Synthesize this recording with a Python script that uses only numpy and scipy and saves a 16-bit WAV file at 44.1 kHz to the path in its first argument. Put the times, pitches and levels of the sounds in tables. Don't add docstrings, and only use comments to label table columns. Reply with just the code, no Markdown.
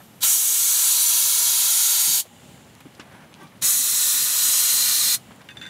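import sys
import numpy as np
from scipy import signal
from scipy.fft import rfft, irfft
from scipy.io import wavfile

SR = 44100
rng = np.random.default_rng(int(sys.argv[2]) if len(sys.argv) > 2 else 0)


def gain_from_db(level_db):
    decades = np.asarray(level_db, float) / 20
    return 10 ** decades


def wav_out(sig):
    wavfile.write(sys.argv[1], SR, np.round(np.clip(np.atleast_2d(sig).T, -1, 1) * 32767).astype(np.int16))


N = 251060
T = np.arange(N) / SR
F = np.arange(N // 2 + 1) * SR / N + 1e-3

# opens/s, rise/s, last step/dB, shuts/s, fall/(dB per s)
VALVE = [
    (.232, 0.026, 3, 2.203, 800),
    (3.623, .011, 3, 5.15, 895),
]
BREEZE_DB = -52.5


def curve(rows):
    times, levels = np.transpose(rows)
    return np.interp(T, times, levels)


def unit(x):
    return x / np.sqrt(np.mean(x ** 2))


def broad(points):
    hz, db = np.transpose(points)
    return gain_from_db(2 * np.interp(np.log(F), np.log(hz), db)) * np.minimum(F / hz[0], 1) ** 6


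def rings(peaks):
    return sum(gain_from_db(2 * db) / (1 + (2 * (F - hz) / width) ** 2) for hz, width, db in peaks)


def noise(power):
    return irfft(rfft(rng.standard_normal(N)) * np.sqrt(power), N)


def band(x, lo, hi, order):
    return signal.sosfilt(signal.butter(order, [lo, min(hi, .45 * SR)], "bandpass", fs=SR, output="sos"), x)


def blur(grid, size, axis):
    bell = np.exp(-(np.arange(-60, 61) / size) ** 2)
    return signal.fftconvolve(grid, np.expand_dims(bell, 1 - axis), "same")


def patchy(x, slow_db, quick_db, band_hz, slow_s, quick_s):
    _, _, z = signal.stft(x, nperseg=256)
    hop, df = 128 / SR, SR / 256
    slow = blur(rng.standard_normal(z.shape), slow_s / hop, axis=1)
    slow = unit(blur(slow, band_hz / df, axis=0))
    quick = unit(blur(rng.standard_normal((1, z.shape[1])), quick_s / hop, axis=1))
    return signal.istft(z * gain_from_db(slow_db * slow + quick_db * quick), nperseg=256)[1][:N]


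def gusts():
    # t/s, peak level/dB, half length/s
    puffs = [(.24, -51, .02), (1.24, -57, .07), (1.49, -54, .04), (2.49, -49, .18), (3.0, -52, .04),
             (3.13, -46, .05), (3.23, -50, .06), (3.43, -46, .05), (3.64, -45, .06), (3.8, -50, .07),
             (3.93, -50, .06), (4.22, -48, .06), (4.475, -46.5, .04), (4.75, -51, .06), (4.84, -50, .06),
             (5.07, -48.5, .08), (5.29, -49, .12), (5.6, -47.5, .15)]
    slope_db = 12
    return sum(gain_from_db(2 * (db - slope_db * np.abs(T - s) / half)) for s, db, half in puffs)


def ducking():
    late_s, creep_db_per_s, release_s = .02, 1.8, .2
    held = 0
    for (opens, _, _, shuts, _), depth_db in zip(VALVE, (11, 4.5)):
        hold = np.clip(depth_db - creep_db_per_s * (T - opens), 0, None)
        release = np.clip(1 - (T - shuts) / release_s, 0, 1)
        held = held + hold * (T > opens + late_s) * release
    return held


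def breeze(blowing):
    # f/Hz, level per Hz/dB
    rumble_colour = [(15, -46), (25, -18), (125, 2), (253, 0.5), (293, -5.5), (325, -4.5), (505, -13.5),
                     (547, -9), (600, -16), (780, -45), (1320, -120)]
    power = broad(rumble_colour) * np.minimum(600 / F, 1) ** 4
    rumble = patchy(unit(noise(power)), 0.52, 0.5, 300, 0.091, 0.0033)
    return rumble * np.sqrt(gain_from_db(2 * (BREEZE_DB - ducking())) + blowing)


def rustle(blowing):
    # f/Hz, level per Hz/dB
    rustle_colour = [(240, -32), (400, -8.5), (674, -3), (1130, -6), (1320, -8), (2330, -9), (2480, -13),
                     (6410, -20.5), (7030, -37), (9550, -20), (15600, -31)]
    level_db, louder_db, louder_from_s = -56.5, 2, 2.85
    stir = .3
    stirred = (1 + blowing / gain_from_db(2 * BREEZE_DB)) ** (stir / 2)
    brushing = patchy(unit(noise(broad(rustle_colour))), 1.2, 1.17, 1200, 0.03, 0.0026)
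    return brushing * gain_from_db(level_db + louder_db * (T > louder_from_s)) * stirred


def leak():
    # starts/s, peak level/dB
    starts = [
        (-.3, -62),
        (2.2, -54),
        (4.95, -58),
    ]
    # f/Hz, level per Hz/dB
    leak_colour = [(350, -26), (600, 4), (697, -15), (810, 6.5), (967, -15), (1290, -10), (1400, -16),
                   (2070, -16), (2880, 0), (5170, -15), (7270, -8.5), (9420, -13), (15600, -17.5)]
    # f/Hz, width/Hz, level/dB
    leak_ring = [(2900, 140, -15), (3600, 200, -4), (7250, 600, -2), (8440, 470, -12), (10600, 300, -13)]
    swell_s, swell_db, sag_db_per_s, far_hiss_db = .3, 3.5, 24, -61
    level_db = np.zeros(N)
    for s, peak_db in starts:
        age = T - s - swell_s
        drop_db = np.where(age < 0, -age * swell_db / swell_s, age * sag_db_per_s)
        level_db = np.where(T >= s, peak_db - drop_db, level_db)
    seeping = unit(noise(broad(leak_colour) * gain_from_db(1) + rings(leak_ring)))
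    seeping = patchy(seeping, 0.98, .6, 400, 0.11, .006)
    return seeping * gain_from_db(level_db) + unit(noise(broad(leak_colour))) * gain_from_db(far_hiss_db)


def ticks(rows, wide, t60):
    out = np.zeros(N)
    chance = rng.standard_normal((len(rows), 8192))
    chance[:, 0] = 5
    for (s, db, hz), grit in zip(rows, chance):
        dying = grit * np.exp(-np.log(1000) * T[:len(grit)] / t60)
        knock = band(dying, hz / (1 + wide / 2), hz * (1 + wide / 2), order=2)
        i = int(s * SR)
        out[i:i + len(knock)] += (gain_from_db(db) * knock / np.abs(knock).max())[:N - i]
    return out


def small_contacts():
    # t/s, peak level/dB, centre f/Hz
    bumps = [(2.071, -41, 167), (2.068, -43, 306), (3.42, -45, 330), (3.42, -44, 167)]
    # t/s, peak level/dB, centre f/Hz
    thuds = [(2.253, -42, 490), (2.846, -39.5, 119), (2.856, -34.5, 183), (2.866, -44, 250),
             (2.995, -33.5, 320), (3.419, -42, 249)]
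    # t/s, peak level/dB, centre f/Hz
    steps = [(2.806, -40, 1500), (2.997, -29.5, 1480), (3.47, -43, 2200), (5.308, -36.5, 800),
             (5.408, -39, 900), (.003, -40, 900), (3.52, -45, 1000)]
    # t/s, peak level/dB, centre f/Hz
    brushes = [(2.805, -41, 9000), (2.95, -43, 4500), (2.997, -37, 5000), (3.012, -41.5, 3400),
               (3.348, -43, 2900), (3.43, -45, 11000), (3.572, -49, 9000), (5.316, -45, 2500),
               (5.417, -43, 3000)]
    # t/s, peak level/dB, centre f/Hz
    clicks = [(2.648, -45, 5000), (2.752, -40, 5500), (2.752, -38, 9000), (2.805, -41, 3500),
              (3.3305, -40, 2800), (3.3412, -31.5, 3100), (3.341, -38, 7000), (5.361, -41, 8500),
              (5.445, -46, 12200)]
    low = ticks(bumps, wide=.22, t60=.28) + ticks(thuds, wide=.7, t60=.06)
    feet = ticks(steps, wide=2.0, t60=.1) + ticks(brushes, wide=1.0, t60=.06)
    return low + feet + ticks(clicks, wide=.65, t60=.007)


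def rubbing(stroke, ring):
    s, attack, hold, release, db = stroke
    edge_db = 22
    ramp = np.minimum((T - s) / attack, (s + attack + hold + release - T) / release)
    return unit(noise(rings(ring))) * gain_from_db(db - edge_db * (1 - np.clip(ramp, 0, 1))) * (ramp > 0)


def scuff():
    # starts/s, attack/s, hold/s, release/s, level/dB
    drag = (3.09, .03, .12, .03, -53)
    # f/Hz, width/Hz, level/dB
    sole_ring = [(900, 320, -3), (1600, 200, 1), (2600, 900, -13)]
    return rubbing(drag, sole_ring)


def scrape():
    # starts/s, attack/s, hold/s, release/s, level/dB
    stroke_row = (3.365, .045, .025, .07, -43.5)
    # f/Hz, width/Hz, level/dB
    hollow_ring = [(320, 25, 4), (860, 120, -2), (1150, 32, 5), (1569, 18, 4), (1950, 25, -5),
                   (2330, 30, -1), (3030, 80, -16), (3430, 80, -13), (4200, 4100, -27), (6380, 80, -21),
                   (9290, 60, -17)]
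    return rubbing(stroke_row, hollow_ring)


def seep():
    # starts/s, attack/s, hold/s, release/s, level/dB
    whispers = [
        (-.1, .05, .1, .25, -56),
        (.04, .12, .06, .02, -58.5),
    ]
    # f/Hz, width/Hz, level/dB
    gap_ring = [(12300, 510, 0), (9000, 6000, -10), (3700, 1500, -14)]
    return sum(rubbing(row, gap_ring) for row in whispers)


def jingle():
    # t/s, level/dB, dull body level/dB, upper partials level/dB
    blows = [(5.4883, -42, 6, -6), (5.498, -48, 4, -2), (5.506, -46, 5, 2), (5.5704, -29.5, -14, -9),
             (5.583, -41, -11, -2), (5.595, -47, -7, 2), (5.6136, -32.5, -5, -8), (5.624, -36, -1, -1),
             (5.636, -41, 1, -1), (5.6525, -35.5, -2, -9), (5.663, -34.5, -2, -5), (5.675, -43, 0, 1),
             (5.687, -42, -3, 0)]
    # f/Hz, level/dB, t60/s
    bright = [(3542, 0.5, 0.082), (3570, -18, .03), (4613, -13, .06), (5050, -22, .04), (5930, -15, .04),
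              (6000, -11, 0.055), (6260, -18, .03), (6920, -12, 0.033), (7400, -14, .04), (8053, -18, .03),
              (8840, -26, .03), (9000, -16, .06), (10630, -30, 0.046), (11800, -30, .04)]
    # f/Hz, level/dB, t60/s
    body = [(1520, -13, 0.056), (1573, 0, 0.06), (1670, -0.5, 0.072), (1860, 1, 0.043), (2070, 0, 0.036),
            (2260, -9, .04), (2560, -5, 0.077), (2780, -6, 0.045), (3020, -14, .04)]
    out, age = np.zeros(N), T[:12000]
    gaps = np.diff(np.array(blows)[:, 0], prepend=0)
    for (s, db, body_db, top_db), gap in zip(blows, gaps):
        chatter_s = .0025 if gap > .016 else .007
        modes = [(hz, d + top_db * (hz > 4000), t60) for hz, d, t60 in bright]
        modes += [(hz, d + body_db, t60) for hz, d, t60 in body]
        ring = 0
        for hz, d, t60 in modes:
            louder, sharper = rng.standard_normal(2)
            fading = gain_from_db(d + 1.5 * louder) * np.exp(-np.log(1000) * age / t60)
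            ring = ring + fading * np.sin(2 * np.pi * hz * (1 + .0015 * sharper) * age)
        blow = rng.standard_normal(2000) * np.exp(-age[:2000] / chatter_s)
        hit = signal.fftconvolve(blow / np.sqrt(np.sum(blow ** 2)), ring)
        i = int(s * SR)
        out[i:i + len(hit)] += gain_from_db(db) * (hit * np.linalg.norm(ring) / np.linalg.norm(hit))[:N - i]
    return band(out, 1800, 15000, order=3)


def jet(valve, flow, lower, colour, ring):
    # f/Hz, width/Hz, level/dB
    port_ring = [(15300, 300, -10)]
    opens, rise, step_db, shuts, fall = valve
    hiss_db, boom_db, pop_hiss_db, pop_boom_db = lower
    power = broad(colour) * gain_from_db(-1.5) + rings(ring + port_ring)

    follow, steady_db, build_db, build_s = .6, -19.5, 6.5, .42
    flow_db = curve(flow)
    filling = follow * (flow_db - steady_db) - build_db * np.exp(-np.clip(T - opens, 0, None) / build_s)
    pop = np.exp(-np.clip(T - flow[0][0], 0, None) / .022)
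    low_hiss_db = hiss_db + filling + pop_hiss_db * pop
    rim_boom_db = boom_db + filling + pop_boom_db * pop ** (1 / 2.4)

    regions = [(5500, 15500, F >= 5500, flow_db),
               (3000, 5500, (F >= 3000) & (F < 5500), low_hiss_db),
               (800, 3000, F < 3000, rim_boom_db)]
    hiss = 0
    for lo, hi, share, db in regions:
        inside = power[(F > lo) & (F < hi)].sum() / (power * share).sum()
        hiss = hiss + unit(noise(power * share)) * gain_from_db(db) / np.sqrt(inside)

    gate_db = -np.where(T < opens, step_db + 24 * (opens - T) / rise, 0)
    after = np.clip(T - shuts, 0, None)
    gate_db = gate_db - np.minimum(fall * after, 22 + 0.34 * fall * after)
    hiss = patchy(hiss, slow_db=0.47, quick_db=0.06, band_hz=510, slow_s=0.026, quick_s=0.0026)
    return hiss * gain_from_db(gate_db) * (T > opens - rise)


def reflect(x, echo_db, t60, drift_s):
    turn = T / drift_s
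    out = x
    for k in range(int(turn[-1]) + 2):
        cluster = rng.standard_normal(2048) * np.exp(-np.log(1000) * T[:2048] / t60)
        near = np.flatnonzero(np.abs(turn - k) < 1)
        part = x[near] * np.cos(np.pi / 2 * (turn[near] - k))
        echo = signal.fftconvolve(part, cluster / np.sqrt(np.sum(cluster ** 2)))
        out = out + np.pad(gain_from_db(echo_db) * echo, (near[0], N))[:N]
    return out / np.sqrt(1 + gain_from_db(2 * echo_db))


def air_bursts():
    # t/s, level/dB
    flows = [
        [(0.235, -16), (0.267, -16.5), (0.337, -16), (0.387, -19), (1.005, -18.5), (2.143, -19), (2.2, -21.5)],
        [(3.626, -23.5), (3.654, -17), (3.68, -17), (3.842, -20.5), (4.066, -18.5), (4.316, -21.5),
         (4.45, -18.5), (4.94, -20.5), (5.15, -20.3)],
    ]
    # lower hiss/dB, rim boom/dB, opening pop in hiss/dB, pop in boom/dB
    lowers = [
        (-27.5, -37.3, 12, 12),
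        (-25.8, -35.8, 6, 11),
    ]
    # f/Hz, level per Hz/dB
    near_colour = [(290, -65), (500, -33), (537, -32), (804, -15.5), (998, -15.5), (1120, -23.5),
                   (1390, -13.5), (2020, -15), (3860, -1), (5300, -7.5), (6670, 0), (11200, -4.5),
                   (12600, -1.5), (15600, -14.5)]
    # f/Hz, level per Hz/dB
    far_colour = [(290, -60), (500, -29), (738, -19), (804, -29), (956, -11), (1220, -11.5), (1540, -16),
                  (1770, -13.5), (3070, -9.5), (4150, 0), (4660, -7), (9290, -6), (14300, -7),
                  (15600, -20.5)]
    # f/Hz, width/Hz, level/dB
    near_ring = [(1012, 83, -9.5), (1370, 140, -10.5), (2224, 50, -9.5), (2830, 90, -13), (3950, 150, -3.5),
                 (4460, 290, -1.5), (5120, 66, -6), (5820, 130, -3.5), (6800, 370, -4.5), (7700, 100, -10),
                 (9150, 100, 0.5), (9860, 80, -5), (10300, 280, -1.5), (12400, 220, -10),
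                 (14900, 250, -5.5)]
    # f/Hz, width/Hz, level/dB
    far_ring = [(1210, 30, -7.5), (1455, 8, -4), (1803, 35, -6.5), (1960, 42, -7.5), (2380, 38, -9.5),
                (2750, 23, -13), (3350, 200, -15), (4150, 130, -1), (4670, 51, -18), (5100, 180, -7),
                (5440, 27, -4), (5950, 310, -9), (6760, 230, -3.5), (7230, 96, -22.5), (8000, 400, -3.5),
                (9230, 140, 0.5), (10000, 180, -9), (11000, 100, -4), (12500, 49, -23.5), (12900, 200, -8),
                (13700, 390, -26), (14600, 59, -7)]
    near_jet = jet(VALVE[0], flows[0], lowers[0], near_colour, near_ring)
    far_jet = jet(VALVE[1], flows[1], lowers[1], far_colour, far_ring)
    return reflect(near_jet + far_jet, echo_db=-9, t60=0.043, drift_s=0.4576)


def scene():
    blowing = gusts()
    around = breeze(blowing) + rustle(blowing) + leak() + small_contacts()
    rubs = scuff() + scrape() + seep()
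    return np.tile(around + rubs + jingle() + air_bursts(), (2, 1))


def band_noise(mono, s, lo, hi):
    i = 295 + 1024 * max(round((s * SR - 1319) / 1024), 0)
    bins = np.arange(int(lo * 2048 / SR), int(hi * 2048 / SR))
    window = signal.windows.kaiser_bessel_derived(2048, 4 * np.pi)
    waves = np.cos(np.pi / 1024 * np.outer(bins + .5, np.arange(2048) + 512.5))
    basis = window * waves / np.sqrt(512)
    size = np.sqrt(np.mean((basis @ mono[i:i + 2048]) ** 2))
    return i, size * rng.standard_normal(len(bins)) @ basis


def stereo_flecks(mono):
    # t/s, number of bands
    moments = [(.035, 2), (.38, 1), (1.0, 2), (1.075, 3), (1.45, 2), (2.165, 1), (3.3, 3), (3.675, 1),
               (4.165, 2), (5.255, 1)]
    from_hz, to_hz, wide_hz = 4400, 14600, 900
    side = np.zeros(N)
    for s, count in moments:
        places = (np.arange(count) + rng.random(count)) / count
        for lo in from_hz + (to_hz - from_hz) * places:
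            i, wave = band_noise(mono, s, lo, lo + wide_hz)
            side[i:i + len(wave)] += wave
    return side


def top_cut(x):
    return signal.sosfilt(signal.butter(12, 16030, fs=SR, output="sos"), x)


def record(dry):
    mono = signal.sosfilt(signal.butter(2, 60, "highpass", fs=SR, output="sos"), dry[0])
    top_edge = np.sin(np.pi / 2 * np.clip((15790 - F) / 70, 0, 1)) ** 2
    mono = irfft(rfft(mono) * top_edge, N)
    side = stereo_flecks(mono)
    return top_cut(mono + np.array([side, -side]))


dry = scene()
out = record(dry)
wav_out(out)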